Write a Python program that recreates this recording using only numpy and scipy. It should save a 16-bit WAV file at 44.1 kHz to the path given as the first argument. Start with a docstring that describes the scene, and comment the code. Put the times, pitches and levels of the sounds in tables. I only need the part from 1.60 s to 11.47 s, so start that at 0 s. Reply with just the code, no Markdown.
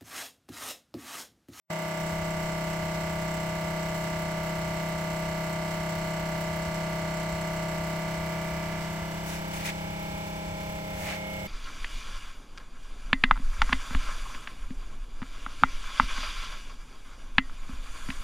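"""A small four-stroke engine drives a transfer pump at steady speed in a chemical mixing trailer.
Its firings drone through exhaust and trailer resonances and shake the casing once a cycle.
Valve gear ticks and rings a thin cover, a fine sizzle pulses, and the floor rumbles.
The listener stands at the valve panel, then turns away and walks through standing waves to a drum,
shoes scuffing on the gritty floor."""
import sys
import numpy as np
from scipy import signal
from scipy.fft import rfft, irfft, next_fast_len
from scipy.io import wavfile
from scipy.ndimage import uniform_filter1d, map_coordinates

SR = 44100
rng = np.random.default_rng(int(sys.argv[2]) if len(sys.argv) > 2 else 0)


def dump_mix(stems):
    """Bounce the given channels to the path in sys.argv[1] as a 16-bit WAV at rate SR."""
    frames = np.atleast_2d(stems).T  # one column per channel
    limited = np.clip(frames, -1, 1)  # hard clip at full scale
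    pcm = np.round(limited * 32767).astype(np.int16)
    wavfile.write(sys.argv[1], SR, pcm)


N = 435266
CYCLE_HZ = 32.903
TURN_M, DRUM_M = 0.96, 1.6  # from the panel: turn complete, drum


def amp(db):
    """Decibels to gain."""
    return 10 ** (np.asarray(db) / 20)


def unit(x):
    """x at rms 1."""
    return x / np.sqrt(np.mean(x ** 2) + 1e-20)


def bell(offset, half_width):
    """Gaussian of height 1, down to 1/e at half_width."""
    return np.exp(-(offset / half_width) ** 2)


def at_hz(points, hz):
    """(Hz, value) points interpolated on a log axis."""
    freqs, values = np.transpose(points)
    return np.interp(np.log(hz + 1), np.log(freqs + 1), values)


def timeline(points):
    """(seconds, value) points interpolated per sample."""
    times_s, values = np.transpose(points)
    return np.interp(np.arange(N) / SR, times_s, values)


def wobble(rate_hz):
    """Smooth random curve, rate_hz knots a second."""
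    knots = rng.standard_normal(4096)
    return map_coordinates(knots, [np.arange(N) * rate_hz / SR], mode="wrap")


def filtered(x, response):
    """x through a frequency response."""
    size = next_fast_len(N + SR // 4)
    return irfft(rfft(x, size) * response(np.fft.rfftfreq(size, 1 / SR)), size)[..., :N]


# Each row: frequency in Hz, coherence between the ears.
EAR_COHERENCE = [(60, 0.98), (160, 0.99), (300, 0.95), (640, 0.87), (1400, 0.58), (3100, 0.037),
                 (7000, 0.029)]
def ears(pair, colour_db):
    """Two independent signals to coloured stereo at rms 1, coherent in the bass."""
    def response(hz):
        angle = np.arccos(np.clip(at_hz(EAR_COHERENCE, hz), -1, 1)) / 2
        return amp(colour_db(hz)) * [np.cos(angle), np.sin(angle)]
    mid, side = filtered(pair, response)
    return unit(np.array([mid + side, mid - side]))


def engine_cycles(wander=0.01094, hunt=0.0011, jitter=0.00018):
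    """Cycles turned so far; speed wanders, hunts and varies per firing. Depths in cycles."""
    steady = CYCLE_HZ * np.arange(N) / SR
    return steady + wander * wobble(.7) + hunt * wobble(6) + jitter * wobble(CYCLE_HZ)


# Harmonics between resonances. Each row: frequency in Hz, level at the panel in dB.
OVERTONES = [(240, -67), (400, -61.5), (560, -61.5), (760, -65.5), (990, -62.5), (1090, -70), (1240, -64),
             (1480, -60), (1820, -67.5), (1950, -62.5), (2270, -63.5), (2500, -69.5), (3000, -68.5),
             (3650, -72)]
# Each row: frequency in Hz, fade of those harmonics in dB per m.
OVERTONE_FADE = [(350, 1.5), (700, -2), (1100, 1), (1600, 2), (2200, -1.5), (3300, -1.5)]
# Exhaust and trailer modes. Each row: centre in Hz, half width in Hz, panel level in dB, fade in dB/m.
DRONE_MODES = [(159.9, 19.5, -34.5, 4), (193.8, 15.6, -44.8, -0.5), (307.5, 22.4, -51.5, 0.5),
               (349, 24.2, -46, 5), (502.6, 34, -56.5, 3.5), (592, 17, -52, 3), (625.7, 25.4, -39, 9),
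               (667.9, 32.8, -44, 6), (724, 15, -52.5, 7), (790, 18, -53.5, .5), (823, 16, -54, 14),
               (918, 52, -47.5, 7), (1009, 50, -56.5, 0), (1166.5, 32, -46.5, 8), (1349, 15, -56, 1),
               (1415, 14, -55, 6), (1490, 35, -57.5, 14), (1610, 24, -60, 2), (1710, 30, -53, 6),
               (2008, 42, -48, 13), (2105, 16, -56, 6), (2165, 34, -51, 5), (2745, 28, -61, 7),
               (2895, 14, -57.5, 7), (3060, 14, -61.5, 4), (3126, 14, -63, 8)]
# Standing-wave peaks. Each row: distance in m, half length in m, centre in Hz, half width in Hz,
# level in dB.
ANTINODES = [(.2, .24, 2310, 85, -54), (.3, .18, 1710, 25, -57), (.9, .4, 527, 18, -52.5),
             (2.35, .9, 527, 17, -48.5), (2.5, 2.1, 625, 15, -43.5), (2.3, .4, 658, 16, -53),
             (1.5, .9, 823, 18, -45.7), (2.2, 1.4, 855, 16, -53.5), (2.1, 1, 395, 20, -57),
             (1.4, 1.2, 1316, 20, -57), (2.4, .6, 1200, 60, -62), (1.5, .9, 2310, 90, -58),
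             (1.3, .35, 2160, 34, -52.5), (1.95, .28, 2130, 28, -47.5), (2.35, .33, 2171, 21, -43.5),
             (1.4, .3, 2402, 18, -57), (2.4, .3, 2895, 23, -60), (1.3, .3, 3060, 18, -60),
             (1.55, .5, 3556, 22, -64.5)]
# Standing-wave dips. Each row: distance in m, half length in m, centre in Hz, half width in Hz,
# gain in dB.
NODES = [(.6, .35, 625, 20, -3.5), (1.5, .55, 724, 22, -13), (2, .25, 362, 20, -7),
         (1.35, .45, 1090, 25, -6), (1.45, .4, 1440, 75, -7), (1.5, .3, 2050, 60, -7),
         (1.75, .25, 2950, 400, -3)]
def harmonic_gains(hz, distance_m):
    """Resonances change with distance from the panel; standing waves add and cancel locally."""
    power = amp(at_hz(OVERTONES, hz) - at_hz(OVERTONE_FADE, hz) * distance_m) ** 2
    for centre_hz, half_hz, db, fade_db_per_m in DRONE_MODES:
        power += (amp(db - fade_db_per_m * distance_m) * bell(hz - centre_hz, half_hz)) ** 2
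    for place_m, half_m, centre_hz, half_hz, db in ANTINODES:
        power += (amp(db) * bell(distance_m - place_m, half_m) * bell(hz - centre_hz, half_hz)) ** 2
    dips_db = sum(db * bell(distance_m - place_m, half_m) * bell(hz - centre_hz, half_hz)
                  for place_m, half_m, centre_hz, half_hz, db in NODES)
    return np.sqrt(power) * amp(dips_db)


# Target band envelopes at depth 1. Each row: low edge in Hz, high edge in Hz, peak time in cycles,
# swell in dB, knocks per cycle, knock time in cycles, knock in dB.
BAND_SWELLS = [(100, 240, .42, 2, 1, 0, 0), (240, 440, .55, 5, 2, .6, 1.5), (440, 570, .03, 3, 2, .02, 1.5),
               (570, 770, 0, 0, 2, .35, 1.2), (770, 1000, .2, 2.8, 3, .15, 1),
               (1000, 1280, .42, 3, 4, .28, .8), (1280, 1850, .5, 5.5, 7, .33, 1),
               (1850, 2450, .35, 2, 3, .15, 2.5), (2450, 3700, .35, 1.5, 3, .18, 3)]
def firing_phases(orders, start_phases, distance_m, depth, size=256, passes=60):
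    """Walls smear each firing: phases are iterated so each band swells and knocks within the cycle."""
    hz, moment = orders * CYCLE_HZ, np.arange(size) / size
    gains, phases = harmonic_gains(hz, distance_m), start_phases.copy()
    for low_hz, high_hz, peak_at, swell_db, knocks, knock_at, knock_db in BAND_SWELLS:
        band = (hz >= low_hz) & (hz < high_hz)
        harmonics = np.exp(2j * np.pi * np.outer(orders[band], moment))
        envelope_db = swell_db * np.cos(2 * np.pi * (moment - peak_at))
        envelope_db += knock_db * np.cos(2 * np.pi * knocks * (moment - knock_at))
        for _ in range(passes):
            wave = (gains * np.exp(1j * phases))[band] @ harmonics
            target = amp(depth * envelope_db) * np.exp(1j * np.angle(wave))
            phases[band] = np.angle(harmonics.conj() @ target)
    return phases


# Each row: frequency in Hz, left minus right at the panel in dB.
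PANEL_BALANCE = [(60, -4), (110, 5), (200, -1), (380, 4.5), (700, 3), (1290, -3.5), (2380, -7), (4400, 0.5),
                 (8120, -3), (15000, -0.5)]
# Each row: frequency in Hz, left minus right near the drum in dB.
DRUM_BALANCE = [(60, -9.5), (110, 7), (200, 0.5), (380, 0.5), (700, 0), (1290, 3), (2380, -9), (4400, 19),
                (8120, 0.5), (15000, -2.0)]
def ear_gains(hz, turned, lag_s=0.00035, lag_below_hz=1900):
    """Reflections split the ears' phases; after the turn low orders reach the right ear first."""
    ear = np.array([.5, -.5])[:, None, None]
    scatter_rad = np.arccos(np.clip(at_hz(EAR_COHERENCE, hz), 0, 1)) * rng.choice([-1, 1], len(hz))
    lag_rad = turned * 2 * np.pi * hz * lag_s / (1 + (hz / lag_below_hz) ** 2)
    balance_db = (1 - turned) * at_hz(PANEL_BALANCE, hz) + turned * at_hz(DRUM_BALANCE, hz)
    pair = amp(ear * balance_db) * np.exp(1j * ear * ((1 - 0.61 * turned) * scatter_rad - lag_rad))
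    return pair / np.sqrt(np.mean(abs(pair) ** 2, axis=0))


def exhaust_drone(cycles, distance_m, turned, shudder=0.017, flutter_db=0.65,
                  drift_db=2.0, drift_rad=0.66, places=48, size=4096):
    """One firing a cycle: knocking at the panel, smoothed by reflections farther off."""
    orders = np.arange(4, 112)
    hz = orders * CYCLE_HZ
    grid_m = np.linspace(0, distance_m.max(), places)[:, None]
    grid_turned = np.minimum(grid_m / TURN_M, 1)
    near_rad = firing_phases(orders, 2 * np.pi * rng.random(len(orders)), distance_m=0, depth=0.99)
    far_rad = firing_phases(orders, near_rad, DRUM_M, depth=0.34)
    phases = near_rad + grid_turned * np.angle(np.exp(1j * (far_rad - near_rad)))
    drift = unit(uniform_filter1d(rng.standard_normal((2, places, len(orders))), size=12, axis=1))
    drift = drift * grid_turned * np.minimum(hz / 1400, 1)
    gains = harmonic_gains(hz, grid_m) * amp(drift_db * drift[0])
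    spectra = np.zeros((2, places, size // 2 + 1), complex)
    spectra[..., orders] = gains * np.exp(1j * (phases + drift_rad * drift[1]))
    spectra[..., orders] *= ear_gains(hz, grid_turned)
    wavetables = irfft(spectra, size) * size / np.sqrt(2)  # one cycle per ear and place
    position = [distance_m / distance_m.max() * (places - 1), cycles % 1 * size]
    drone = np.array([map_coordinates(table, position, order=1, mode="nearest") for table in wavetables])
    upper = filtered(drone, lambda hz: 1 - 1 / (1 + (hz / 700) ** 8))
    flutter = amp(flutter_db * turned * wobble(22))
    return (drone + (flutter - 1) * upper) * (1 + shudder * wobble(45))


def cyclic_noise(cycles, size=8192):
    """Stereo noise that repeats exactly every engine cycle."""
    pattern = signal.resample(rng.standard_normal((2, round(SR / CYCLE_HZ))), size, axis=1)
    grid = np.arange(size) / size
    return unit(np.array([np.interp(cycles % 1, grid, row, period=1) for row in pattern]))


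def blows(cycles, at, rise, decay, scatter_db):
    """Envelope of one blow a cycle, random in strength. Times in cycles."""
    since = cycles - at + 1
    age = since % 1
    strength = amp(scatter_db * rng.standard_normal(1024))
    return unit(strength[since.astype(int)] * (1 - np.exp(-age / rise)) * np.exp(-age / decay))


# Each row: frequency in Hz, relative noise density in dB.
CLATTER_SPECTRUM = [(100, -15), (250, -2.5), (470, -5), (800, -1.5), (1100, -3), (1500, 2), (1800, -1),
                    (2350, -4), (2600, -1), (3750, -5), (4600, -4), (6300, -3.5), (6750, -10), (8000, -3.5),
                    (9000, -12.5), (15800, -13)]
# Each row: frequency in Hz, repeating rattle over random rattle in dB.
REPEAT_RATIO = [(2300, -49), (2500, -5), (3400, -9.5), (3800, 2.5), (4400, 0.5), (6000, -2), (8000, -20),
                (14000, -19)]
# Each row: centre in Hz, width in Hz, lift in dB.
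CASING_MODES = [(589, 170, 12.5), (930, 120, 1.5), (2135, 160, 7.5), (2990, 63, 4), (4300, 51, 2),
                (4540, 57, -3.5), (7170, 73, 9), (7530, 250, 5)]
def casing_clatter(cycles, turned, level_db=-44.5, shade_db=-4, bright_db=4, throb_db=1.0):
    """Combustion shakes the casing: part of the rattle repeats, part is new each cycle."""
    def colour_db(hz):
        lift_db = sum(db / (1 + (2 * (hz - centre_hz) / width_hz) ** 2)
                      for centre_hz, width_hz, db in CASING_MODES)
        return at_hz(CLATTER_SPECTRUM, hz) + lift_db
    angle = turned * np.pi / 2  # facing away, other reflections carry the rattle
    repeating = np.cos(angle) * cyclic_noise(cycles) + np.sin(angle) * cyclic_noise(cycles)
    repeating = filtered(repeating, lambda hz: amp(at_hz(REPEAT_RATIO, hz)))
    swell = 4 + blows(cycles, at=0.013, rise=0.3, decay=0.95, scatter_db=3.5)
    rattle = ears(swell * (repeating + rng.standard_normal((2, N))), colour_db)
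    rattle = filtered(rattle, lambda hz: amp(np.array([[.5], [-.5]]) * at_hz(PANEL_BALANCE, hz)))
    # The body throbs at the panel and drops with the turn.
    body = filtered(rattle, lambda hz: 1 / (1 + (hz / 1900) ** 10))
    body_db = shade_db * turned + throb_db * (1 - turned) * np.cos(2 * np.pi * (cycles - .42))
    # A higher buzz swells early in the turn.
    buzz = filtered(rattle, lambda hz: bell(hz - 2260, 140))
    buzz_db = bright_db * bell(turned - .27, 0.11)
    return amp(level_db) * (rattle + (amp(body_db) - 1) * body + (amp(buzz_db) - 1) * buzz)


# Each row: frequency in Hz, relative noise density in dB.
TICK_SPECTRUM = [(1000, -20), (3000, 0), (3800, -28), (4250, -11), (4700, -21), (5200, -8), (6700, -7),
                 (7600, 3.5), (8700, -14), (15000, -16)]
def valve_ticks(cycles, distance_m, level_db=-51.0, shade_db=-8, shade_m=0.23, grain_db=2, repeat_db=-5):
    """Valve gear chatters once a cycle, partly alike each time; a step aside shades it."""
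    grains = rng.standard_normal((2, N)) * amp(grain_db * wobble(1200))
    chatter = grains + amp(repeat_db) * cyclic_noise(cycles)
    ticks = blows(cycles, at=0.17, rise=0.086, decay=0.44, scatter_db=2.5) * chatter
    gain = amp(level_db + shade_db * np.minimum(distance_m / shade_m, 1))
    return gain * ears(ticks, lambda hz: at_hz(TICK_SPECTRUM, hz))


# Each row: tap time in cycles, relative strength in dB.
COVER_TAPS = [(.136, -3), (.26, 0), (.764, -2.5)]
# Each row: centre in Hz, width in Hz, relative gain in dB.
COVER_MODES = [(4210, 78, 4), (4550, 75, 1)]
# Each row: time in seconds, ring level in dB.
COVER_LEVEL = [(0, -61.5), (2.5, -57.5), (4.5, -56), (6.5, -57.5), (7.4, -65), (9.87, -92)]
def cover_ring(cycles, scatter_db=1.2, jitter_s=.000012):
    """Valve gear taps a thin metal cover at set points of the cycle and keeps it ringing."""
    def response(hz):
        return sum((-1) ** i * amp(db) * 1j * hz * width / (centre ** 2 - hz ** 2 + 1j * hz * width)
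                   for i, (centre, width, db) in enumerate(COVER_MODES))
    taps, whole_cycles = np.zeros(N), np.arange(1, int(cycles[-1]) - 1)
    for at, db in COVER_TAPS:
        late, strength = rng.standard_normal((2, len(whole_cycles)))
        onsets = np.searchsorted(cycles, whole_cycles + at) + np.round(jitter_s * SR * late).astype(int)
        taps[onsets] += amp(db + scatter_db * strength)
    ear_db = np.array([[1], [-1]])
    return amp(timeline(COVER_LEVEL) + ear_db) * unit(filtered(taps, response))


# Each row: frequency in Hz, relative noise density in dB.
SIZZLE_SPECTRUM = [(2000, -2.5), (6000, -5), (9500, -4.5), (13000, -0.5), (15800, -0.5)]
def sizzle(cycles, level_db=-52.5, grain_db=2.5, flutter_db=1.5):
    """Fine high noise pulses with the engine, equally loud along the walk."""
    grains = rng.standard_normal((2, N)) * amp(grain_db * wobble(1500) + flutter_db * wobble(20))
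    pulse = unit(1 + blows(cycles, at=0.079, rise=0.11, decay=0.37, scatter_db=3.0))
    return amp(level_db) * pulse * ears(grains, lambda hz: at_hz(SIZZLE_SPECTRUM, hz))


# Each row: frequency in Hz, relative noise density in dB.
RUMBLE_SPECTRUM = [(18, -7.5), (33, -1.5), (45, -5.5), (62, 1), (80, 1.5), (105, -4), (135, -8),
                   (180, -13.5), (260, -14), (450, -29), (900, -68)]
def floor_rumble(level_db=-44.0, sway_db=1.1, hum_hz=60, hum_db=-54):
    """The trailer floor rumbles unevenly over a low wavering hum."""
    noise = ears(rng.standard_normal((2, N)), lambda hz: at_hz(RUMBLE_SPECTRUM, hz))
    rumble = amp(level_db + sway_db * wobble(7)) * noise
    hum = np.sqrt(2) * np.sin(2 * np.pi * hum_hz * np.arange(N) / SR + .5 * wobble(3.2))
    return rumble + amp(hum_db) * hum


# Each row: centre in seconds, half length in seconds, then sole, grit and heel levels in dB.
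SCUFFS = [(7.675, .012, -45, -45, -70), (7.695, .012, -48, -43, -70), (7.74, 0.033, -42, -45.5, -58),
          (7.94, 0.0067, -40, -43, -60), (7.97, 0.022, -45, -45, -60), (8.015, .025, -42, -48, -49),
          (8.061, 0.012, -36, -36, -57), (8.087, 0.018, -33.5, -43, -50), (9.45, 0.069, -44, -45.5, -44.5),
          (9.51, 0.04, -36, -55, -45)]
# Each row, in all three: frequency in Hz, relative noise density in dB.
SOLE_SPECTRUM = [(200, -28), (450, -18), (700, -21), (1200, -11), (1700, -3), (2250, 3.5), (3000, -5),
                 (4200, -9), (8000, -18), (15000, -37)]
GRIT_SPECTRUM = [(800, -31), (2500, -15), (6000, 4.5), (9500, 1.5), (12000, -2), (15500, -0.5)]
HEEL_SPECTRUM = [(200, -22), (450, -13), (700, 1.5), (1100, -7), (1700, -11), (4000, -33)]
def shoe_scuffs(grain_db=2.8):
    """Soles rasp on the floor and crush grit in dense grains; a dragged heel scrapes lower."""
    t = np.arange(N) / SR
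    powers = sum(amp(levels_db)[:, None] ** 2 * bell(t - centre_s, half_s)
                 for centre_s, half_s, *levels_db in SCUFFS)
    scuffs = np.zeros((2, N))
    for power, spectrum in zip(powers, (SOLE_SPECTRUM, GRIT_SPECTRUM, HEEL_SPECTRUM)):
        grains = rng.standard_normal((2, N)) * amp(grain_db * wobble(1400))
        scuffs += np.sqrt(power) * ears(grains, lambda hz: at_hz(spectrum, hz))
    return scuffs


# Each row: time in seconds, listener's distance from the panel in m.
WALK = [(0, 0), (6.2, .04), (7.05, .2), (7.9, .95), (8.5, 1.4), (9.2, 1.85), (9.87, 2.45)]
def scene(metal_fade_db_per_m=1.75):
    """Engine, floor and shoes as heard along the walk."""
    cycles = engine_cycles()
    distance_m = timeline(WALK)
    turned = np.minimum(distance_m / TURN_M, 1)  # 0 facing the panel, 1 facing away
    metal = casing_clatter(cycles, turned) + valve_ticks(cycles, distance_m)
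    metal *= amp(-metal_fade_db_per_m * distance_m)
    engine = exhaust_drone(cycles, distance_m, turned) + metal + cover_ring(cycles) + sizzle(cycles)
    return engine + floor_rumble() + shoe_scuffs()


# Each row: time in seconds, share of bass removed from 0 to 1.
BASS_CUT = [(.37, 1), (.41, 0)]
def record(dry, start_s=.1, bass_hz=100, top_hz=15830):
    """The sound cuts in at start_s, briefly thin in the bass, with nothing above top_hz."""
    opening_db = timeline([(start_s - .03, -68), (start_s - .004, -35), (start_s + .003, 0)])
    bass = filtered(dry, lambda hz: 1 / (1 + (hz / bass_hz) ** 2))
    thinned = dry - timeline(BASS_CUT) * bass
    return filtered(thinned * amp(opening_db), lambda hz: hz < top_hz)


dry = scene()
out = record(dry)
dump_mix(out)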